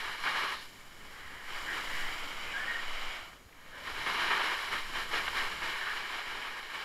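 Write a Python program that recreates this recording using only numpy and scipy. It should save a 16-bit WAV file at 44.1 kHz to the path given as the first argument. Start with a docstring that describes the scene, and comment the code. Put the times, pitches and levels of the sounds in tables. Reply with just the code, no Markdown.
"""A snowboard slides down coarse spring snow: the flat base hisses and the edge scrapes, bites and rasps.
Snow sounds are noise of breaking grains, filtered by the resonances of a camera case on the rider and
driven by the load on the board; rasps are narrow-band noise, and stray crystals add bright ticks.
A short hoarse whistle, a frequency-modulated sine, rises once in spurts. Behind lie soft low-mid noise,
wind (shaped noise with gusts), thumps (decaying low sines), and the camera's steady tones and hiss."""
import sys
import numpy as np
from scipy import signal
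from scipy.fft import rfft, irfft
from scipy.io import wavfile
from scipy.ndimage import uniform_filter1d

SR = 44100
rng = np.random.default_rng(int(sys.argv[2]) if len(sys.argv) > 2 else 0)


def wav_out(sig):
    """Save sig, one row per channel (or a flat mono array), as 16-bit PCM at SR to the path in sys.argv[1]."""
    wavfile.write(sys.argv[1], SR, np.round(np.clip(np.atleast_2d(sig).T, -1, 1) * 32767).astype(np.int16))


N = 301644
TIME = np.arange(N) / SR  # s
BINS = np.fft.rfftfreq(N, 1 / SR)  # Hz
SPRAY_SLOPE = 0.43  # dB of spray and ticks per dB of load
# swells of narrow-band noise, rasps and soft low-mid noise: peak t/s, length t/s, centre f/Hz, peak level/dB
SWELLS = [(0.107, 0.12, 1680, -40.5), (0.398, 0.49, 1170, -39.5), (0.587, 0.14, 4050, -51.5),
          (1.364, 1, 1800, -51.5), (1.709, 0.15, 1770, -37.5), (1.716, 0.2, 346, -54.5),
          (1.986, 0.56, 1810, -42), (2.5, 0.099, 2300, -43), (2.675, 0.59, 1650, -44),
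          (3.193, 0.55, 705, -59), (3.528, .02, 2280, -55.5), (3.765, 0.2, 1660, -50),
          (3.8, 0.46, 564, -60), (5.884, 0.41, 1690, -40), (6.45, 0.22, 2350, -49)]


def gain_of(db):
    """Level to amplitude: 20 dB is a factor of ten."""
    return 10 ** (np.asarray(db) / 20)


def rms(x):
    """Effective value: the root of the mean power."""
    return np.sqrt(np.mean(x ** 2) + 1e-20)


def follow(rows):
    """Linear interpolation of a (time, value) curve at every sample."""
    times, values = np.transpose(rows)
    return np.interp(TIME, times, values)


def read(points, hz, axis=1):
    """Spectral interpolation: one column, joined on a log-frequency axis."""
    table = np.transpose(points)
    return np.interp(np.log(hz + 1), np.log(table[0] + 1), table[axis])


def band(x, lo, hi):
    """Ideal band-pass: only spectral bins between two frequencies remain."""
    return irfft(rfft(x) * ((BINS >= lo) & (BINS < hi)), N)


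def lowpass(x, hz):
    """Zero-phase low-pass with a smooth roll-off, half amplitude at hz."""
    return irfft(rfft(x) / (1 + (BINS / hz) ** 4), N)


def wander(per_s):
    """Random modulation: low-passed noise of unit rms, mostly slower than per_s swings a second."""
    x = lowpass(rng.standard_normal(N), per_s)
    return x / rms(x)


def shaped_noise(points):
    """Spectral shaping: steady noise of unit rms with the given spectrum."""
    x = irfft(rfft(rng.standard_normal(N)) * gain_of(read(points, BINS)), N)
    return x / rms(x)


def strength(x, lo, hi):
    """Short-time power: running rms of one band over 0.2 s."""
    return np.sqrt(uniform_filter1d(band(x, lo, hi) ** 2, size=SR // 5))


def board():
    """Granular friction: glide blends into scraping as the board tips, and load drives every band."""
    # stance: t/s, share of the sound power from the edge (the rest is the flat base)
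    stance = [(0, 0.8), (.25, 1), (.58, 1), (.8, 0.24), (1.5, 0.24), (1.75, 0), (2.2, 0), (3.2, 0),
              (3.7, 0.52), (4.1, 1), (5.5, 0.73), (6.84, 0.67)]
    # brightness: t/s, level added to the spray band/dB
    brightness = [(0.1, -0.3), (0.7, 1.5), (1.35, -1.5), (1.6, 2), (2.0, 4), (2.3, 0.5), (3.25, -2.5),
                  (3.55, -10), (3.92, 0.5), (5.35, 2.4), (6.3, -2.4)]
    cruise_db, crunch_db, spray_db = -41.5, -45.5, -57.5  # reference levels at zero load, flat base; the rub band plays 1.83 dB below cruise_db
    crunch_edge_db = 1  # added with the edge fully set
    crunch_slope, crunch_edge_slope = 0.64, 0.47  # dB per dB of load on the base, and what the edge adds
    packing_s, packing_smooth_s = 0.028, 0.43  # dB per dB/s of load growth; averaging time

    edge = np.clip(follow(stance), 0, 1)
    glide = grains(clump_db=0.33, clumps_per_s=230, judder_db=0.5, judders_per_s=20,
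                   cracks_per_s=230, crack_db=-11.5)
    scrape = grains(clump_db=0.04, clumps_per_s=220, judder_db=1.03, judders_per_s=13.3,
                    cracks_per_s=400, crack_db=-12)
    slide = np.sqrt(1 - edge) * signal.oaconvolve(glide, ringing(axis=1))[:N]
    slide += np.sqrt(edge) * signal.oaconvolve(scrape, ringing(axis=2))[:N]

    # packing snow crunches low, the rubbing base fills the middle, flying crystals fizz on top
    crunch = lowpass(slide, 2000)
    spray = slide - lowpass(slide, 5800)
    rub = slide - crunch - spray
    # even out each band so that the level curves below set its slow level
    crunch /= strength(slide, 300, 1450)
    rub /= strength(slide, 2000, 6000)
    spray /= strength(slide, 6500, 15000)

    load = pressure()
    # snow crunches more while the load grows than while it eases
    smooth_load = uniform_filter1d(load, size=int(packing_smooth_s * SR))
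    packing_db = packing_s * SR * np.gradient(smooth_load)
    lumps_db = 1.0 * wander(60) + 0.5 * wander(3.3)  # packed snow gives way unevenly
    crunch_level = crunch_db + crunch_edge_db * edge + (crunch_slope + crunch_edge_slope * edge) * load
    crunch_level += packing_db + lumps_db
    rub_level = cruise_db + load - 1.83
    spray_level = spray_db + SPRAY_SLOPE * load + follow(brightness) + 0.5 * wander(40)
    return crunch * gain_of(crunch_level) + rub * gain_of(rub_level) + spray * gain_of(spray_level)


def pressure():
    """Dynamic load in dB over an easy glide: slow turns plus brief sideways skids."""
    # loading through the turns, light at two moments: t/s, load on a level scale/dB
    turns = [(0.0, -40), (0.2, -44), (0.54, -42.5), (0.66, -55), (0.89, -61), (1.16, -54), (1.42, -53.5),
             (1.58, -45.5), (2.0, -41.5), (2.34, -44), (3.14, -41), (3.45, -68.5), (3.66, -59),
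             (3.88, -45.5), (4.16, -36), (4.35, -34), (4.86, -44.5), (5.09, -45.5), (5.25, -40),
             (5.57, -42), (5.9, -40), (6.45, -42.5), (6.65, -46.5)]
    # skids: start t/s, hold t/s, added load/dB
    skids = [(0.222, 0.23, 8), (1.47, 0.02, 4), (1.54, 0.017, 2.5), (1.705, 0.01, 3), (3.85, 0.017, 2),
             (4.048, 0.092, 2), (4.497, 0.02, 3), (4.703, 0.017, 6.5), (4.922, 0.046, 7.5),
             (5.109, 0.027, 11.5), (5.337, 0.047, 7.5), (5.61, 0.074, 4), (6.095, 0.029, 1.5),
             (6.716, 0.088, 6)]
    easy_glide_db, attack_s, release_s = -41.5, 0.033, 0.072
    end_share = 0.77  # part of the added load that is left when the edge lets go
    load = follow(turns) - easy_glide_db
    for start, hold, added_db in skids:
        corners = start + np.cumsum([0, attack_s, hold, release_s])
        load = load + added_db * np.interp(TIME, corners, [0, 1, end_share, 0])
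    return load


def grains(clump_db, clumps_per_s, judder_db, judders_per_s, cracks_per_s, crack_db):
    """Shot noise: dense grains merge into noise, sparse cracks stand out, clumps and judder modulate it."""
    sizes = gain_of(1.17 * np.minimum(rng.exponential(1, N), 5))
    happens = rng.random(N) < cracks_per_s / SR
    cracks = sizes * rng.choice([-1, 1], N) * happens
    x = rng.standard_normal(N) + gain_of(crack_db) * cracks / rms(cracks)
    x *= gain_of(clump_db * wander(clumps_per_s) + judder_db * wander(judders_per_s))
    return x / rms(x)


def ringing(axis, size=4096):
    """Minimum-phase impulse response of snow and case; axis 1 is the base, 2 the edge."""
    # broad relative spectrum of sliding: f/Hz, base level/dB, edge level/dB
    snow = [(50.0, -19, -48), (162, -20.5, -17.5), (328, -7.5, -11.5), (704, -6.5, -7.5), (1408, 0.5, -0.5),
            (2623, -8, -9), (4190, -15, -15), (5970, -20.5, -26), (9350, -28, -37.5), (13200, -27.5, -41),
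            (15600.0, -43, -51)]
    # case resonances: centre f/Hz, full width f/Hz, base lift/dB, edge lift/dB
    case = [(394, 117, -3, 5), (936, 270, 1.5, 5), (1170, 280, 1.5, 4.5), (1652, 220, 0.5, 7.5),
            (1841, 110, 3.5, 8), (2246, 420, 11, 9.5), (2946, 388, 12, 9.5), (3282, 390, 8, 5),
            (3790, 390, 6.5, 4), (4090, 346, 6.5, 6.5), (4654, 400.0, 7.5, 3), (5316, 820, 7, 6),
            (7130, 850, 8, 4.5), (8030, 230, 5.5, 3), (8650.0, 600.0, 2, 3), (10880, 1840, 4.5, 11),
            (12450, 420, 0, 8), (15100, 900.0, 9, 5)]
    hz = np.fft.rfftfreq(size, 1 / SR)
    db = read(snow, hz, axis=axis)
    for centre, width, *lift in case:
        db = db + lift[axis - 1] * .5 ** ((2 * (hz - centre) / width) ** 2)
    gain = gain_of(db)
    # fix the power between 2 and 6 kHz
    gain /= np.sqrt(np.mean(gain ** 2 * ((hz > 2000) & (hz < 6000))))
    # the Hilbert transform of log gain gives the phase of a causal response
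    log_gain = np.log(np.r_[gain, gain[-2:0:-1]])
    return np.fft.ifft(np.exp(np.conj(signal.hilbert(log_gain)))).real[:size // 2]


def bites():
    """Impact excitation: each hard lump shatters under the edge in a short burst of ringing grains."""
    # bites: start t/s, peak force level before filtering/dB, twice the rise time t/s
    lumps = [(0.238, -39, 0.004), (0.256, -35, 0.026), (1.762, -41, 0.035), (3.867, -46, 0.024),
             (4.06, -34.5, 0.014), (4.303, -31.5, 0.026), (4.391, -33.5, 0.024), (5.278, -32, 0.0055),
             (5.619, -41.5, 0.011)]
    force = np.zeros(N)
    for start, db, length in lumps:
        age = np.maximum(TIME - start, 0) / (length / 2)
        force += gain_of(db) * age * np.exp(1 - np.minimum(age, 60))
    burst = signal.oaconvolve(force * rng.standard_normal(N), ringing(axis=2))[:N]
    return lowpass(burst, 4300) - 0.17 * lowpass(burst, 740)  # hard lumps crack in the middle range


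def swelling_noise(rows):
    """Windowed narrow-band noise: each swell rises and fades under a cosine-squared envelope."""
    half_width = 0.15  # share of the centre frequency, at half amplitude
    out = np.zeros(N)
    for peak, length, hz, db in rows:
        response = 1 / (1 + ((BINS - hz) / (half_width * hz)) ** 4)
        noise = irfft(rfft(rng.standard_normal(N)) * response, N)
        envelope = np.cos(np.pi * np.clip((TIME - peak) / length, -.5, .5)) ** 2
        out += gain_of(db) * noise / rms(noise) * envelope
    return out


def rasps():
    """Frequency-selective friction: the scraping gathers briefly in one band."""
    return swelling_noise([row for row in SWELLS if not 500 < row[2] < 1000])


def ticks():
    """Random impulses: stray crystals strike the case, harder under load; a high-pass keeps them bright."""
    ticks_per_s, largest_db, above_hz = 4, -39, 6500  # largest impulse at zero load, before the high-pass
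    happens = rng.random(N) < ticks_per_s / SR
    hits = rng.uniform(0, 1, N) * happens * gain_of(largest_db + SPRAY_SLOPE * pressure())
    return hits - lowpass(hits, above_hz)


def whistle():
    """Frequency and amplitude modulation: a hoarse, stuttering sine rises and levels off."""
    # spurts: start t/s, length t/s, amplitude level before stutter/dB
    spurts = [(2.533, 0.052, -33), (2.572, 0.085, -36), (2.667, 0.069, -34), (2.744, 0.033, -28.5),
              (2.772, 0.04, -36.5)]
    start_hz, top_hz, rise_hz_per_s, ramp_s = 1580, 1858, 1900, 0.014
    glide_hz = np.clip(start_hz + rise_hz_per_s * (TIME - spurts[0][0]), start_hz, top_hz)
    turns = np.cumsum(glide_hz + 42 * wander(235)) / SR  # phase in cycles, with rough pitch
    level = np.zeros(N)
    for start, length, db in spurts:
        to_nearest_end = np.minimum(TIME - start, start + length - TIME)
        level += gain_of(db) * np.clip(to_nearest_end / ramp_s, 0, 1)
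    stutter = np.abs(1 + .33 * wander(130))
    return level * stutter * np.sin(2 * np.pi * turns)


def low_mid_swells():
    """Band-limited noise: soft low-mid noise swells while the board runs light."""
    return swelling_noise([row for row in SWELLS if 500 < row[2] < 1000])


def wind():
    """Turbulence: large eddies buffet the microphone; smaller ones rush with the same airflow."""
    # airflow: t/s, strength on a level scale/dB
    airflow = [(0.0, -58.5), (0.95, -60.5), (1.6, -52), (2.05, -47), (2.8, -57), (3.45, -63.5),
               (4.0, -47.5), (4.55, -60), (5.05, -48), (5.45, -48), (5.9, -59.5), (6.84, -64.5)]
    # gusts that shake the microphone: peak t/s, added buffeting level/dB
    gusts = [(3.05, 19), (4.81, 5.5), (6.28, 10.5)]
    # relative spectral densities: f/Hz, level/dB
    buffet_spectrum = [(2, 2), (7, 10), (13, 10.5), (25, -9.5), (40, -37), (70, -37), (200, -71)]
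    rush_spectrum = [(15, -21), (45, 4), (70, -4.5), (110, -5.5), (200, -5.5), (400, -8), (900, -14),
                     (3000, -53)]
    gust_s = 0.14  # from the peak to 1/e of the added dB
    rush_db, breeze_db, rush_slope = -64.5, -54.5, 0.51  # rush in a breeze; dB per dB of airflow
    air_db = follow(airflow)
    gust_db = sum(db * np.exp(-((TIME - peak) / gust_s) ** 2) for peak, db in gusts)
    buffet = shaped_noise(buffet_spectrum)
    buffet /= strength(buffet, 15, 45)
    rush = shaped_noise(rush_spectrum)
    rush /= rms(band(rush, 50, 160))
    rush_level = rush_db + rush_slope * (air_db - breeze_db) + 1.2 * wander(6.9)
    return buffet * gain_of(air_db + gust_db - 6.0) + rush * gain_of(rush_level)


def thumps():
    """Damped oscillation: each jolt rocks the camera for a few slow cycles."""
    # thumps: start t/s, envelope peak level/dB
    jolts = [(1.25, -50), (1.358, -55), (2.87, -55), (3.22, -51), (3.455, -50), (3.92, -50)]
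    thump_hz, rise_s = 69, 0.0073
    out = np.zeros(N)
    for start, db in jolts:
        age = np.clip(TIME - start, 0, 1)
        envelope = age / rise_s * np.exp(1 - age / rise_s)
        out += gain_of(db) * envelope * np.sin(2 * np.pi * thump_hz * age)
    return out


def electronics():
    """Stationary self-noise: thin steady sines and faint shaped hiss from the camera itself."""
    # whines: f/Hz, rms level/dB
    whines = [(6804, -77.5), (13608, -89)]
    # relative spectral density of microphone hiss: f/Hz, level/dB
    hiss_spectrum = [(100, 1), (1000, -3), (4000, 4), (6500, 1), (9000, -3), (12000, 1), (15700, -10)]
    whine = sum(gain_of(db) * np.sqrt(2) * np.sin(2 * np.pi * hz * TIME) for hz, db in whines)
    return whine + gain_of(-66) * shaped_noise(hiss_spectrum)


def scene():
    """Linear superposition in the open air: all sources add, with no echo."""
    snow = board() + bites() + rasps() + ticks()
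    background = low_mid_swells() + wind() + thumps() + electronics()
    return (snow + whistle() + background)[None]


def record(dry):
    """Band limitation: the camera's steep linear-phase low-pass at 15720 Hz."""
    taps = signal.firwin(801, 15720, window=("kaiser", 9), fs=SR)
    return signal.oaconvolve(dry, taps[None], "same")


dry = scene()
out = record(dry)
wav_out(out)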